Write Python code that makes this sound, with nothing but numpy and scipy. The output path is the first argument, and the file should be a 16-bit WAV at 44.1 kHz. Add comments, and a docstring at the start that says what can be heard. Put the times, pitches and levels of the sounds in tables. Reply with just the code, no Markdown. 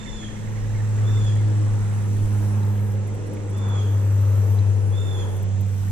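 """A propeller plane drones away over a wooded river, heard from a drifting kayak.
Its blade tone sinks and fades through echoes over a broad roar, while a bird gives four nasal calls.
On the banks two katydids buzz and tick with their wings, a cricket trills and far birds chip.
Leaves and far insects hiss, a breeze rumbles, and water drips and trickles on the right."""
import sys
import numpy as np
from scipy import signal
from scipy.fft import rfft, irfft
from scipy.io import wavfile
from scipy.ndimage import uniform_filter1d

SR = 44100
rng = np.random.default_rng(int(sys.argv[2]) if len(sys.argv) > 2 else 0)


def inscribe(sig):
    """Save sig as 16-bit PCM at rate SR to the path in sys.argv[1].

    A 1-D sig is mono; a 2-D sig holds one channel per row.
    Samples are clipped to [-1, 1] before scaling.
    """
    pcm = np.round(np.clip(np.atleast_2d(sig).T, -1, 1) * 32767)
    wavfile.write(sys.argv[1], SR, pcm.astype(np.int16))


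N = 260631

# Phase between the ears. Each row: frequency in Hz, lead of the left side in radians.
LEFT_LEAD = [(20, 0), (600, .3), (1000, .5), (1500, 1.8), (2200, 2), (2600, .2), (4200, .1), (4800, -2.4),
             (6500, -2.3), (9000, -3.2), (12000, -3.3), (13500, -5), (15000, -5.5)]


def amp(db):
    """Decibels to gain."""
    return 10 ** (np.asarray(db) / 20)


def unit_rms(x):
    """Scales x to rms 1."""
    return x / np.sqrt(np.mean(abs(x) ** 2) + 1e-20)


def spectrum_at(rows, hz):
    """Reads a spectrum table on a log-frequency axis."""
    row_hz, values = np.transpose(rows)
    return np.interp(np.log(hz + 1), np.log(row_hz + 1), values)


def curves_at(rows, t):
    """Reads every curve of a timed table at the times t."""
    times, *curves = np.transpose(rows)
    return [np.interp(t, times, curve) for curve in curves]


def panned(x, lean_db):
    """Places x in stereo; lean_db is left minus right."""
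    return np.array([x * amp(lean_db / 2), x * amp(-lean_db / 2)])


def wander(hz, size=N):
    """Random drift of rms 1, changing about hz times a second."""
    white = rng.standard_normal(size + SR // 4)
    return unit_rms(signal.lfilter(*signal.butter(2, hz / (SR / 2)), white)[-size:])


def diffuse_noise(colour, patchy_db, tilt=None, size=1024):
    """Wide noise of rms 1 in drifting patches; tilt(t, hz) adds a moving colour in dB."""
    # Stereo width. Each row: frequency in Hz, likeness of the two sides from 0 to 1.
    likeness = [(30, .3), (70, .7), (150, .75), (350, .55), (550, .6), (750, .2), (1100, .2), (1600, .42),
                (2600, .3), (3600, .5), (4800, .37), (6000, .45), (8000, .48), (10000, .48), (11500, .3),
                (13000, .4), (15000, .45)]
    # Stereo balance. Each row: frequency in Hz, left minus right in dB.
    balance = [(60, -9), (120, -0.5), (240, 8.5), (470, 0), (940, 1.5), (1870, -3), (3720, -5.5),
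               (7410, -2), (14700, -3.5)]
    hop = size // 4
    frames, hz = N // hop + 5, np.fft.rfftfreq(size, 1 / SR)[:, None]
    a, b, c, d, patches = rng.standard_normal((frames, len(hz), 5)).T
    patches = unit_rms(uniform_filter1d(uniform_filter1d(patches, size=9, axis=0), size=16, axis=1))
    shared, lean_db = np.clip(spectrum_at(likeness, hz), 0, 1), spectrum_at(balance, hz)
    right = a + 1j * b
    left = shared * right * np.exp(1j * spectrum_at(LEFT_LEAD, hz))
    left += np.sqrt(1 - shared ** 2) * (c + 1j * d)
    spectra = np.array([left * amp(lean_db / 2), right * amp(-lean_db / 2)])
    spectra *= amp(spectrum_at(colour, hz) + patchy_db * patches)
    if tilt:
        spectra *= amp(tilt(np.arange(frames) * hop / SR, hz))
    return unit_rms(signal.istft(spectra, nperseg=size, noverlap=size - hop)[1][:, :N])


def blips(events, ring_s, noisy, lean_db, rise=0.012):
    """Short dying tones in a puff of noise; the pitch climbs by the share rise each ring time."""
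    size = 4000
    out, age = np.zeros(N + size), np.arange(size) / SR / ring_s
    for (start, db, hz), white in zip(events, rng.standard_normal((len(events), size))):
        tone = np.sin(2 * np.pi * hz * ring_s * age * (1 + rise * (age / 2 - 1)))
        puff = unit_rms(signal.lfilter(*signal.butter(2, (hz * .85, hz * 1.3), "band", fs=SR), white))
        at = round(start * SR)
        out[at:at + size] += amp(db) * age * np.exp(1 - age) * (tone + noisy * puff)
    return panned(out[:N], lean_db)


def wing_strokes(per_s, depth):
    """A level that throbs once per wing stroke, no two strokes alike."""
    turns = np.cumsum(per_s * (1 + .012 * wander(2.9))) / SR + rng.random()
    throb = 1 + depth * np.cos(2 * np.pi * turns)
    return throb * amp(0.98 * wander(25)) / np.sqrt(1 + depth ** 2 / 2)


def buzz_envelope(phrases, t, strokes_per_s, edge_s=0.068):
    """Each throbbing phrase sets in and breaks off quickly, its level sliding evenly in between."""
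    level, depth = np.zeros(N), np.zeros(N)
    for start, end, first_db, last_db, throb in phrases:
        gate = np.clip(np.minimum(t - start, end - t) / edge_s + .5, 0, 1)
        level += gate * amp(np.interp(t, (start, end), (first_db, last_db)))
        depth += gate * throb
    return level * wing_strokes(strokes_per_s, np.clip(depth, 0, 1))


def hiss(t):
    """Leaves and far insects blend into a bright bed."""
    # Swell of the bed. Each row: time in seconds, level in dB.
    levels = [(0.0, -49.5), (0.5, -50.5), (1.25, -49), (2.0, -50.5), (2.43, -50), (2.9, -54), (4.5, -50.5),
              (5.0, -53.5), (5.91, -51)]
    # Its colour. Each row: frequency in Hz, relative level in dB.
    colour = [(1000, -35), (2500, -2.5), (3500, -6.5), (4700, -9.5), (5700, -3), (6900, -1.5), (8300, -5.5),
              (9500, -13), (12000, -23), (14000, -29), (15300, -43)]
    return amp(curves_at(levels, t)[0]) * diffuse_noise(colour, patchy_db=1.3)


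def breeze(t):
    """A gusty breeze buffets each side with its own lumpy rumble, stronger on the left."""
    # Strength of the breeze. Each row: time in seconds, level in dB before gusts and balance.
    levels = [(0.0, -37.5), (1.4, -33), (1.85, -39), (2.3, -29.5), (2.7, -45), (3.1, -38), (4.2, -45),
              (5.0, -41), (5.91, -37)]
    band = signal.butter(3, (14, 48), "band", fs=SR, output="sos")
    rumble = unit_rms(signal.sosfilt(band, rng.standard_normal((2, N))))
    gust_db = 3.5 * wander(hz=4.7)
    return amp(curves_at(levels, t)[0] + gust_db + np.array([[1.5], [-4]])) * rumble


def trickle(t):
    """Drops of random size ring small hollows at the bank, fading as the kayak drifts on."""
    drops_per_s, ring_s, fade_db_per_s = 350, .003, 2.5
    drops = amp(4.5 * np.minimum(rng.exponential(1, N), 4)) * (rng.random(N) < drops_per_s / SR)
    hollow = rng.integers(0, 12, N)
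    out, age = np.zeros(N), np.arange(1500) / SR / ring_s
    for k, hz in enumerate(np.geomspace(1650, 2150, 12)):
        ring = age * np.exp(-age) * np.sin(2 * np.pi * hz * ring_s * age)
        out += signal.oaconvolve(drops * (hollow == k), ring)[:N]
    return panned(amp(-59.5 - fade_db_per_s * t) * unit_rms(out), lean_db=-21.5)


def drips():
    """The loudest drops plink and splash, right of centre."""
    # Single drops. Each row: start in seconds, level in dB, pitch in Hz.
    drops = [(0.1895, -48, 1820), (0.2264, -42, 1770), (0.2828, -46.5, 1810), (0.4783, -47.5, 1830),
             (0.5202, -47.5, 1830), (0.7417, -47.5, 1920), (0.7741, -50, 1980), (0.8026, -43, 1750),
             (0.9852, -47, 1930), (1.0889, -48.5, 1710), (1.3204, -47.5, 1860), (1.3594, -47, 1860),
             (2.4209, -51.5, 1620), (3.3682, -50, 2220), (5.876, -48, 1810)]
    return blips(drops, ring_s=.0035, noisy=.6, lean_db=-7)


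def far_birds():
    """Tiny raspy chips from far birds."""
    # Single chips. Each row: start in seconds, level in dB, pitch in Hz.
    chips = [(2.629, -50.5, 3930), (2.775, -52, 3080), (4.586, -46, 3970)]
    return blips(chips, ring_s=.0033, noisy=.4, lean_db=-1)


def cricket(t):
    """Fast wing strokes pulse a narrow band near 7.9 kHz into a trill."""
    # Swell of the trill. Each row: time in seconds, level in dB.
    levels = [(0, -74), (1, -55.5), (2, -55.5), (3, -63.5), (4, -57), (5, -68), (5.91, -57)]
    colour = [(7500, -37), (7790, -10), (7860, -13.5), (7940, -9.0), (8250, -38)]  # Hz, relative dB
    wing = diffuse_noise(colour, patchy_db=.5)
    return amp(curves_at(levels, t)[0]) * wing_strokes(per_s=55.6, depth=0.84) * wing


def katydids(t):
    """A low and a high katydid buzz at about sixty wing strokes a second; lone strokes tick."""
    # Wing colours. Each row: frequency in Hz, relative level in dB.
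    low_colour = [(6000, -29), (8300, -2.5), (9500, -4.5), (10300, -2), (11500, -11.5), (13000, -27)]
    high_colour = [(9000, -30), (11200, -8), (12300, -1), (14000, -5.5), (14900, -13), (15300, -26)]
    # Buzzes. Each row: start and end in seconds, first and last level in dB, throb depth from 0 to 1.
    low_phrases = [(.25, 1.4, -64.5, -63, 0.4), (1.45, 2.55, -60, -50.5, 0.3),
                   (2.56, 2.95, -59, -57.5, .27), (2.96, 3.75, -65, -69, .27), (3.78, 4.58, -61, -54, 0.4),
                   (4.6, 5.41, -58, -53, 0.3), (5.67, 6.0, -57, -59, .27)]
    high_phrases = [(.35, 1.23, -69, -62, .2), (1.45, 2.5, -74, -55.5, .2), (2.52, 2.95, -59.5, -57, .45),
                    (3.2, 3.75, -88, -72, .6), (3.8, 4.57, -60.5, -52.5, .55), (4.59, 5.4, -68, -62, .2),
                    (5.66, 6.0, -60.5, -52, 0.8)]
    # Lone strokes. Each row: start in seconds, level in dB, share of the high wing from 0 to 1.
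    ticks = [(1.2394, -54, 0.5), (1.294, -55, 0.4), (1.3533, -51, 0.3), (1.4087, -52, 0.4),
             (3.0714, -47.5, 0.25), (3.1428, -50, 0.4), (3.2665, -50, 0.25), (3.3313, -46.5, 0.3),
             (3.4979, -49, 0.2), (3.5738, -47, 0.3), (3.684, -50, 0.5), (5.3637, -51, 0.7),
             (5.4241, -44.5, 0.6), (5.6057, -45.5, 0.67)]
    low = diffuse_noise(low_colour, patchy_db=0.56, size=256)
    high = diffuse_noise(high_colour, patchy_db=1.2, size=256)
    out = buzz_envelope(low_phrases, t, strokes_per_s=63.3) * low * amp([[-2.5], [-.3]])
    out += buzz_envelope(high_phrases, t, strokes_per_s=60.9) * high
    for start, db, share in ticks:
        age = np.maximum(t - start, 0) / .0045  # a tick peaks after 4.5 ms
        out += amp(db) * age * np.exp(1 - age) * ((1 - share) * low + share * high)
    return out


def among_trees(voice):
    """Sets a voice to the right and smears it with echoes from near trunks and the far bank."""
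    lag = np.arange(SR // 2) / SR
    trunks, far_bank = amp(-60 * lag / .25), amp(-5 - 60 * lag / 1.2)
    echoes = rng.standard_normal((2, len(lag))) * (trunks + far_bank) * (lag > .006)
    wet = signal.fftconvolve(voice[None], echoes / np.linalg.norm(echoes[0]), axes=1)[:, :N]
    lead = spectrum_at(LEFT_LEAD, np.fft.rfftfreq(N, 1 / SR))
    left = irfft(rfft(voice) * np.exp(1j * lead), N)
    return np.array([left, voice]) * amp([[-4.5], [2.5]]) + amp(-2.0) * wet


def bird():
    """A fluttering nasal stack of harmonics scoops up, droops and breaks up as each call dies."""
    # Calls. Each row: start and length in seconds, unbent fundamental in Hz, level and swell in dB.
    calls = [(-0.09, .45, 903.6, -47.5, -3), (1.025, 0.37, 900.4, -50.5, 1), (3.504, .41, 889, -57, 8.5),
             (4.911, .41, 901, -47, -4)]
    # Timbre, with no fundamental. Each row: harmonic number, relative level in dB.
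    harmonics = [(3, -18), (4, 0), (5, -29), (6, -17), (7, -18), (8, -6)]
    scoop_s, attack_s, release_s, accent_s = 0.031, .055, .1, 0.018
    out = np.zeros(N)
    for start, length, hz, level_db, swell_db in calls:
        t = np.arange(0, length, 1 / SR)
        progress = t / length
        scoop = .12 * np.exp(-t / scoop_s)
        droop = .11 * np.sin(np.pi / 2 * progress ** 1.5) ** 2
        jitter = (.003 + 0.044 * progress ** 3) * wander(95, len(t))
        phase = 2 * np.pi * np.cumsum(hz * (1 - scoop - droop) * (1 + jitter)) / SR
        db = level_db + swell_db * progress
        db -= 12 * np.maximum(1 - t / attack_s, 0)
        db -= 19 * np.maximum(1 - (length - t) / release_s, 0)
        db += 4 * np.exp(-((length - 0.12 - t) / accent_s) ** 2)  # a push on the closing fall
        voice = np.zeros(len(t))
        for k, harmonic_db in harmonics:
            break_db = (k == 5) * 17 * progress ** 2  # the fifth comes up as the voice breaks
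            voice += amp(harmonic_db + break_db + 3.2 * wander(65, len(t))) * np.sin(k * phase)
        call = np.sqrt(2) * amp(db) * voice * signal.windows.tukey(len(t), .1)
        at = round(start * SR) + np.arange(len(t))
        out[at[at >= 0]] += call[at >= 0]
    return out


def plane_roar():
    """The roar's bands fade in turn as the air bends their path; its top dulls as the plane recedes."""
    # Colour of the roar. Each row: frequency in Hz, relative level in dB.
    colour = [(20, -19), (45, -12), (80, -4), (150, 1), (260, -8), (480, -4.5), (680, -16), (850, -11.5),
              (1150, -18), (1350, -17.5), (1900, -22), (2600, -29.5), (4000, -43), (6000, -73)]
    # Its swells. Each row: time in seconds, lift of the low band in dB, lift of the upper bands in dB.
    swells = [(0.0, -5.5, -2), (0.9, -2, -0.5), (1.07, 0.5, 2.5), (1.4, -1.5, 0), (1.97, -1, 1.5),
              (2.12, -0.5, -2), (2.58, 1, 2), (2.78, 1, -1), (3.52, 4, -0.5), (3.73, 2, 5), (3.9, 0.5, 1),
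              (4.45, 4.5, 2), (4.82, 2.5, -0.5), (5.25, 5.5, 3), (5.5, -1, -2), (5.91, -9, -1.5)]
    dulling_db_per_s = 0.36

    def tilt(t, hz):
        """Moving colour in dB over three soft bands."""
        low_db, upper_db = curves_at(swells, t)
        low, middle, top = (np.exp(-np.log2(hz / centre_hz + 1e-9) ** 2 / spread)
                            for centre_hz, spread in ((450, 0.38), (950, 0.39), (1600, 0.8)))
        return low_db * low + upper_db * (middle + top) - dulling_db_per_s * (t - t.mean()) * top
    return amp(-36.5) * diffuse_noise(colour, patchy_db=1.1, tilt=tilt, size=2048)


def propeller(t):
    """The blade tone and two overtones sink as the plane recedes, fading in and out through echoes."""
    # The drone. Each row: time in seconds, blade rate in Hz, level in dB, left minus right in dB,
    # lead of the left side in ms, levels of the second and third harmonics in dB.
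    flight = [(0.0, 107.8, -42.5, -5, 1.1, -38.5, -71), (0.22, 107.3, -42, 3, 0.29, -39, -48.5),
              (0.45, 106.6, -30, -4.5, 0.89, -39, -51), (0.75, 105.8, -23, -2, 0.98, -45, -52),
              (1.1, 105.1, -18, 0, 0.92, -41, -53), (1.55, 104.4, -18.5, 0, 0.73, -41, -38),
              (1.95, 103.2, -21.5, 0, 1.14, -41, -54.5), (2.25, 102.8, -21, -4, 0.57, -37, -41),
              (2.62, 102.2, -19.5, -2.5, 0.55, -33, -47.5), (3.0, 102.0, -23, -2.5, 0.76, -39.5, -52),
              (3.3, 101.6, -31.5, -2, 0.66, -46, -40), (3.62, 100.8, -22.5, 1, 0.41, -40, -48),
              (4.2, 99.6, -16.5, 2.5, 0.26, -44, -48.5), (4.78, 99.0, -18.5, 6, 0.76, -40.5, -62),
              (5.05, 98.4, -22.5, 3.5, 1.97, -52, -48), (5.4, 97.7, -24.5, -4, 1.5, -42, -61),
              (5.62, 97.8, -21.5, -6.5, 0.57, -41.5, -64), (5.91, 97.9, -23.5, -4, 0.46, -43, -71)]
    hz, db, lean_db, lead_ms, second_db, third_db = curves_at(flight, t)
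    side = np.array([[1], [-1]])
    phase = 2 * np.pi * np.cumsum(hz) / SR + side * np.pi * hz * lead_ms / 1000
    tone = amp(db + side * lean_db / 2 + 0.82 * wander(17.8)) * np.sin(phase)
    tone += amp(second_db + 1.4 * wander(13)) * np.sin(2 * phase + 0.86 * wander(4.4) - np.pi / 2)
    tone += amp(third_db + 1.5 * wander(12.4)) * np.sin(3 * phase + 1.32 * wander(4.5))
    return np.sqrt(2) * tone


def scene():
    """Mixes the water, the plane and the life on the banks."""
    t = np.arange(N) / SR
    water = trickle(t) + drips()
    plane = propeller(t) + plane_roar()
    banks = breeze(t) + among_trees(bird()) + far_birds() + katydids(t) + cricket(t) + hiss(t)
    return water + plane + banks


def record(dry):
    """Cuts the treble steeply at 15.25 kHz."""
    lowpass = signal.firwin(511, 15250, window=("kaiser", 9), fs=SR)
    return signal.oaconvolve(dry, lowpass[None], "same")


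dry = scene()
out = record(dry)
inscribe(out)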